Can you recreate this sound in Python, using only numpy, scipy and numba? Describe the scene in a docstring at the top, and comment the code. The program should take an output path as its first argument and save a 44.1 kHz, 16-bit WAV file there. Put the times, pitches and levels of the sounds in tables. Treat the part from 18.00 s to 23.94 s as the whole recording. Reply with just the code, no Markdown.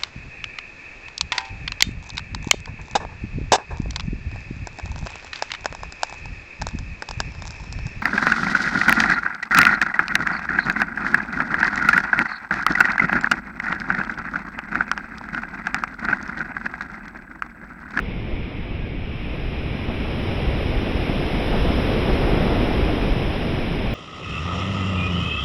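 """Air rushes over a small camera on the wing of a model glider in a banked turn: steady at first, then gathering
speed, then easing off. From the start, coloured noise gives low buffeting, wake roar and boundary-layer hiss that
grow louder and brighter with the flow, while a resonance driven by noise sings breathily as a housing gap.
From a third of a second the roar swells briefly at times and a few gusts thump, each one a short damped swing of
pressure; then a faint wavering sine, the whine of what is likely a servo, comes and goes, ending before the flow peaks."""
import sys
import numpy as np
from scipy import signal
from scipy.fft import rfft, irfft
from scipy.io import wavfile
from numba import njit

SR = 44100
rng = np.random.default_rng(int(sys.argv[2]) if len(sys.argv) > 2 else 0)


def wav_record(signal):
    """Record a signal, one row per channel, as 16-bit PCM in the file named by sys.argv[1]."""
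    frames = np.transpose(np.atleast_2d(signal))
    bounded = np.clip(frames, -1, 1)
    # unit amplitude maps onto the largest positive 16-bit level
    quanta = np.round(bounded * 32767).astype(np.int16)
    wavfile.write(sys.argv[1], SR, quanta)


N = 261954
TIME = np.arange(N) / SR  # s
FREQ = np.maximum(np.arange(N // 2 + 1) * SR / N, 1)  # Hz, kept off zero for the logarithms


def undb(db):
    """Definition of the decibel: level to amplitude gain."""
    return 10 ** (np.asarray(db) / 20)


def unit(x):
    """Normalization: divide by the standard deviation."""
    return x / np.std(x)


def curves(table):
    """Linear interpolation: the columns of a timed table, one value per sample."""
    seconds, *columns = np.transpose(table)
    return [np.interp(TIME, seconds, column) for column in columns]


def bell(centre_s, length_s):
    """Gaussian envelope: a smooth rise and fall, length_s wide where it has dropped to 1/e."""
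    return np.exp(-np.minimum((2 * (TIME - centre_s) / length_s) ** 2, 50))


def walk(rate_hz):
    """Low-passed noise: smooth chance with spread 1 that changes about rate_hz times a second."""
    spectrum = rfft(rng.standard_normal(N // 64))
    lowpass = np.exp(-(FREQ[:N // 128 + 1] / rate_hz) ** 2)
    drift = irfft(spectrum * lowpass)
    return np.interp(TIME, np.linspace(0, TIME[-1], len(drift)), unit(drift))


def below_full(db):
    """Reference level: a flow relative to full speed, taken as its 85th percentile."""
    return db - np.percentile(db, 85)


# Strength of the airflow. Each row: time in seconds, turbulent wake in dB, smooth stream over the housing in dB.
FLOW = [(0, -30.5, -48), (0.65, -31, -48), (0.95, -31.5, -49), (1.25, -31.5, -45.5), (1.7, -28, -43.5),
        (2.25, -24.5, -40), (2.75, -23.5, -39.5), (3.6, -21.5, -36.5), (4.1, -20, -36.5), (4.6, -19, -37),
        (5.05, -21.5, -37.8), (5.94, -24, -39.5)]


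def airflow():
    """Common excitation: wake and stream, in dB relative to full speed, set the levels of the flow noises."""
    wake_db, stream_db = curves(FLOW)
    return below_full(wake_db), below_full(stream_db)


def turbulence(colour, level_db, flow_db, pivot_hz, brighten, flicker_db, flicker_rate):
    """Eddy spectrum: half-octave classes flicker apart; those above the pivot fade faster in slack flow."""
    hz, db = np.transpose(colour)
    shape = undb(np.interp(np.log(FREQ), np.log(hz), db, left=-120, right=-120))
    coloured = unit(irfft(rfft(rng.standard_normal(N)) * shape, N))
    spectrum = rfft(coloured)
    half_octaves = 2 * np.log2(FREQ)
    out = 0
    for step in np.arange(np.floor(2 * np.log2(hz[0])), 2 * np.log2(hz[-1]) + 1):
        overlap = np.maximum(1 - np.abs(half_octaves - step), 0)  # triangular bands that sum to one
        band = irfft(spectrum * overlap, N)
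        tilt_db = brighten * flow_db * (step / 2 - np.log2(pivot_hz))  # brighten: dB per dB and octave
        flicker = flicker_db * walk(flicker_rate)
        out = out + band * undb(level_db + flow_db + tilt_db + flicker)
    return out


# Colour of the buffeting at full speed. Each row: frequency in hertz, relative level in dB.
BUFFET_COLOUR = [(8, -7.5), (18, -2), (30, -1), (48, -0.5), (70, -2.5), (110, -7), (170, -13), (300, -32)]


def buffeting(wake_db):
    """Pseudo-sound: the largest eddies of the wake press on the microphone; 0.62 dB per dB of wake."""
    return turbulence(BUFFET_COLOUR, -22.5, 0.62 * wake_db,
                      pivot_hz=50, brighten=0.03, flicker_db=1.1, flicker_rate=8.7)


# Colour of the roar at full speed. Each row: frequency in hertz, relative level in dB.
ROAR_COLOUR = [(60, -16), (130, -0.5), (220, 0), (310, -1), (460, -4), (700, -9), (1000, -15.5),
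               (1400, -20), (2000, -25), (3500, -39.5)]


def roar(wake_db, surge_db):
    """Broadband turbulence noise: the wake roars, gaining 1.12 dB per dB of wake, plus the surges."""
    return turbulence(ROAR_COLOUR, -22.5, 1.12 * wake_db + surge_db,
                      pivot_hz=328, brighten=0.32, flicker_db=0.88, flicker_rate=53)


# Colour of the hiss at full speed. Each row: frequency in hertz, relative level in dB.
HISS_COLOUR = [(600, 1.5), (1200, 1), (1800, 1.5), (3000, 0.5), (3700, -1.5), (4200, -3.5), (4800, -4),
               (5300, -5), (5700, -15.5), (6100, -26), (6500, -56.5)]


def hiss(stream_db):
    """Boundary-layer noise: small eddies of the stream hiss; 1.2 dB per dB of stream."""
    return turbulence(HISS_COLOUR, -34, 1.2 * stream_db,
                      pivot_hz=3800, brighten=0.24, flicker_db=0.54, flicker_rate=40)


# Colour of the sizzle at full speed. 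Each row: frequency in hertz, relative level in dB.
SIZZLE_COLOUR = [(6600, -18.5), (8200, -21.5), (8500, -4), (8900, 2), (10600, 5.5), (11800, -4.5),
                 (13000, -3.5), (14000, -22.5), (15700, -20)]


def sizzle(stream_db):
    """Boundary-layer noise: the finest eddies of the stream sizzle; 1.22 dB per dB of stream."""
    return turbulence(SIZZLE_COLOUR, -55.5, 1.22 * stream_db,
                      pivot_hz=4000, brighten=0.34, flicker_db=1.0, flicker_rate=50)


@njit
def resonate(x, hz, width):
    """Second-order resonance: a state-variable band-pass with moving centre and width in hertz."""
    y, band, low = np.empty(len(x)), 0., 0.
    for i in range(len(x)):
        g = np.tan(np.pi * hz[i] / SR)
        damping = width[i] / hz[i]
        v = (band + g * (x[i] - low)) / (1 + g * (g + damping))
        band = 2 * v - band
        low = low + 2 * g * v
        y[i] = damping * v
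    return y


GAP_HZ, GAP_SAG_HZ_PER_DB = 2357, 40.5  # pitch falls where the wake outweighs the stream
GAP_WIDTH_HZ, GAP_WIDEN_DB = 900, 11  # width at full speed; twice as wide for this much more stream
GAP_DB, GAP_FOLLOW = -36, 0.58  # level at full speed, dB gained per dB of stream


def housing_gap(wake_db, stream_db, waver, low_hz, high_hz):
    """Flow-excited resonance: it broadens and swells in a faster stream, and sags in turbulent air."""
    hz = (GAP_HZ - GAP_SAG_HZ_PER_DB * (wake_db - stream_db)) * (1 + waver * walk(7.5))
    width = GAP_WIDTH_HZ * 2 ** (stream_db / GAP_WIDEN_DB)
    # only eddies about as large as the gap drive it
    eddy_band = signal.butter(5, [low_hz, high_hz], "band", fs=SR, output="sos")
    drive = signal.sosfilt(eddy_band, rng.standard_normal(N))
    breath = unit(resonate(drive, hz, width) / np.sqrt(width))
    return breath * undb(GAP_DB + GAP_FOLLOW * stream_db)


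# Patches of rough air. Each row: centre in seconds, length in seconds, rise of the roar in dB.
SURGES = [(0.313, 0.064, 2), (1.362, 0.12, 3.5), (1.9, 0.044, 5), (3.532, 0.042, 3)]


def surges():
    """Level modulation: rough air swells the roar briefly; returns the rise in dB."""
    return sum(rise_db * bell(centre_s, length_s) for centre_s, length_s, rise_db in SURGES)


# The hardest gusts on the microphone. Each row: centre in seconds, level in dB of the swing before its envelope.
GUSTS = [(0.339, -19), (2.481, -13), (2.777, -12.5), (3.528, -10), (3.628, -12), (4.129, -12), (5.12, -13),
         (5.268, -14.5)]


def gusts(swing_hz, length_s):
    """Pressure impulse: a large eddy crossing the port pushes the pressure up, then sucks it down."""
    out = np.zeros(N)
    for (centre_s, db), stretch in zip(GUSTS, rng.uniform(.7, 1.3, len(GUSTS))):
        t = TIME - centre_s
        envelope = np.exp(-(t / length_s) ** 2)
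        out -= undb(db) * envelope * np.sin(2 * np.pi * swing_hz * stretch * t)
    return out


# Servo moves. Each row: centre in seconds, length in seconds.
SERVO_MOVES = [(0.83, 0.13), (1.39, 0.096), (1.76, 0.098), (2.04, .12)]


def servo(whine_hz, waver):
    """Frequency modulation: short, slightly unsteady whines as a control surface is trimmed."""
    hz = whine_hz * (1 + waver * walk(25))
    tone = unit(np.sin(2 * np.pi * np.cumsum(hz) / SR))
    return undb(-51) * tone * sum(bell(centre_s, length_s) for centre_s, length_s in SERVO_MOVES)


def scene():
    """Superposition: wake noises, stream noises, thumps and whine add at one microphone."""
    wake_db, stream_db = airflow()
    buffet = buffeting(wake_db)
    wake_roar = roar(wake_db, surges())
    stream_noise = hiss(stream_db) + sizzle(stream_db)
    gap = housing_gap(wake_db, stream_db, waver=0.019, low_hz=1750, high_hz=3650)
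    # passing eddies shake the roar and, more gently, the stream noise and gap together
    eddies = walk(120)
    low = buffet + wake_roar * undb(1.13 * eddies)
    high = (stream_noise + gap) * undb(0.17 * eddies)
    thumps = gusts(swing_hz=42.0, length_s=0.014)
    whine = servo(whine_hz=1626, waver=0.0041)
    return (low + high + thumps + whine)[None]


# Narrow dips in the response of the housed microphone. Each row: centre in hertz, width in hertz.
PORT_DIPS = [(4505, 750), (9800, 1120)]
TOP_HZ = 15700  # upper limit of the camera's sound


def record(dry):
    """Linear filtering: the housing cancels two narrow bands, and the camera cuts the top."""
    dips = [np.abs(FREQ - hz) / np.hypot(FREQ - hz, width / 2) for hz, width in PORT_DIPS]
    housed = irfft(rfft(dry) * np.prod(dips, axis=0), N)
    return signal.sosfilt(signal.ellip(8, .2, 70, TOP_HZ, fs=SR, output="sos"), housed)


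dry = scene()
out = record(dry)
wav_record(out)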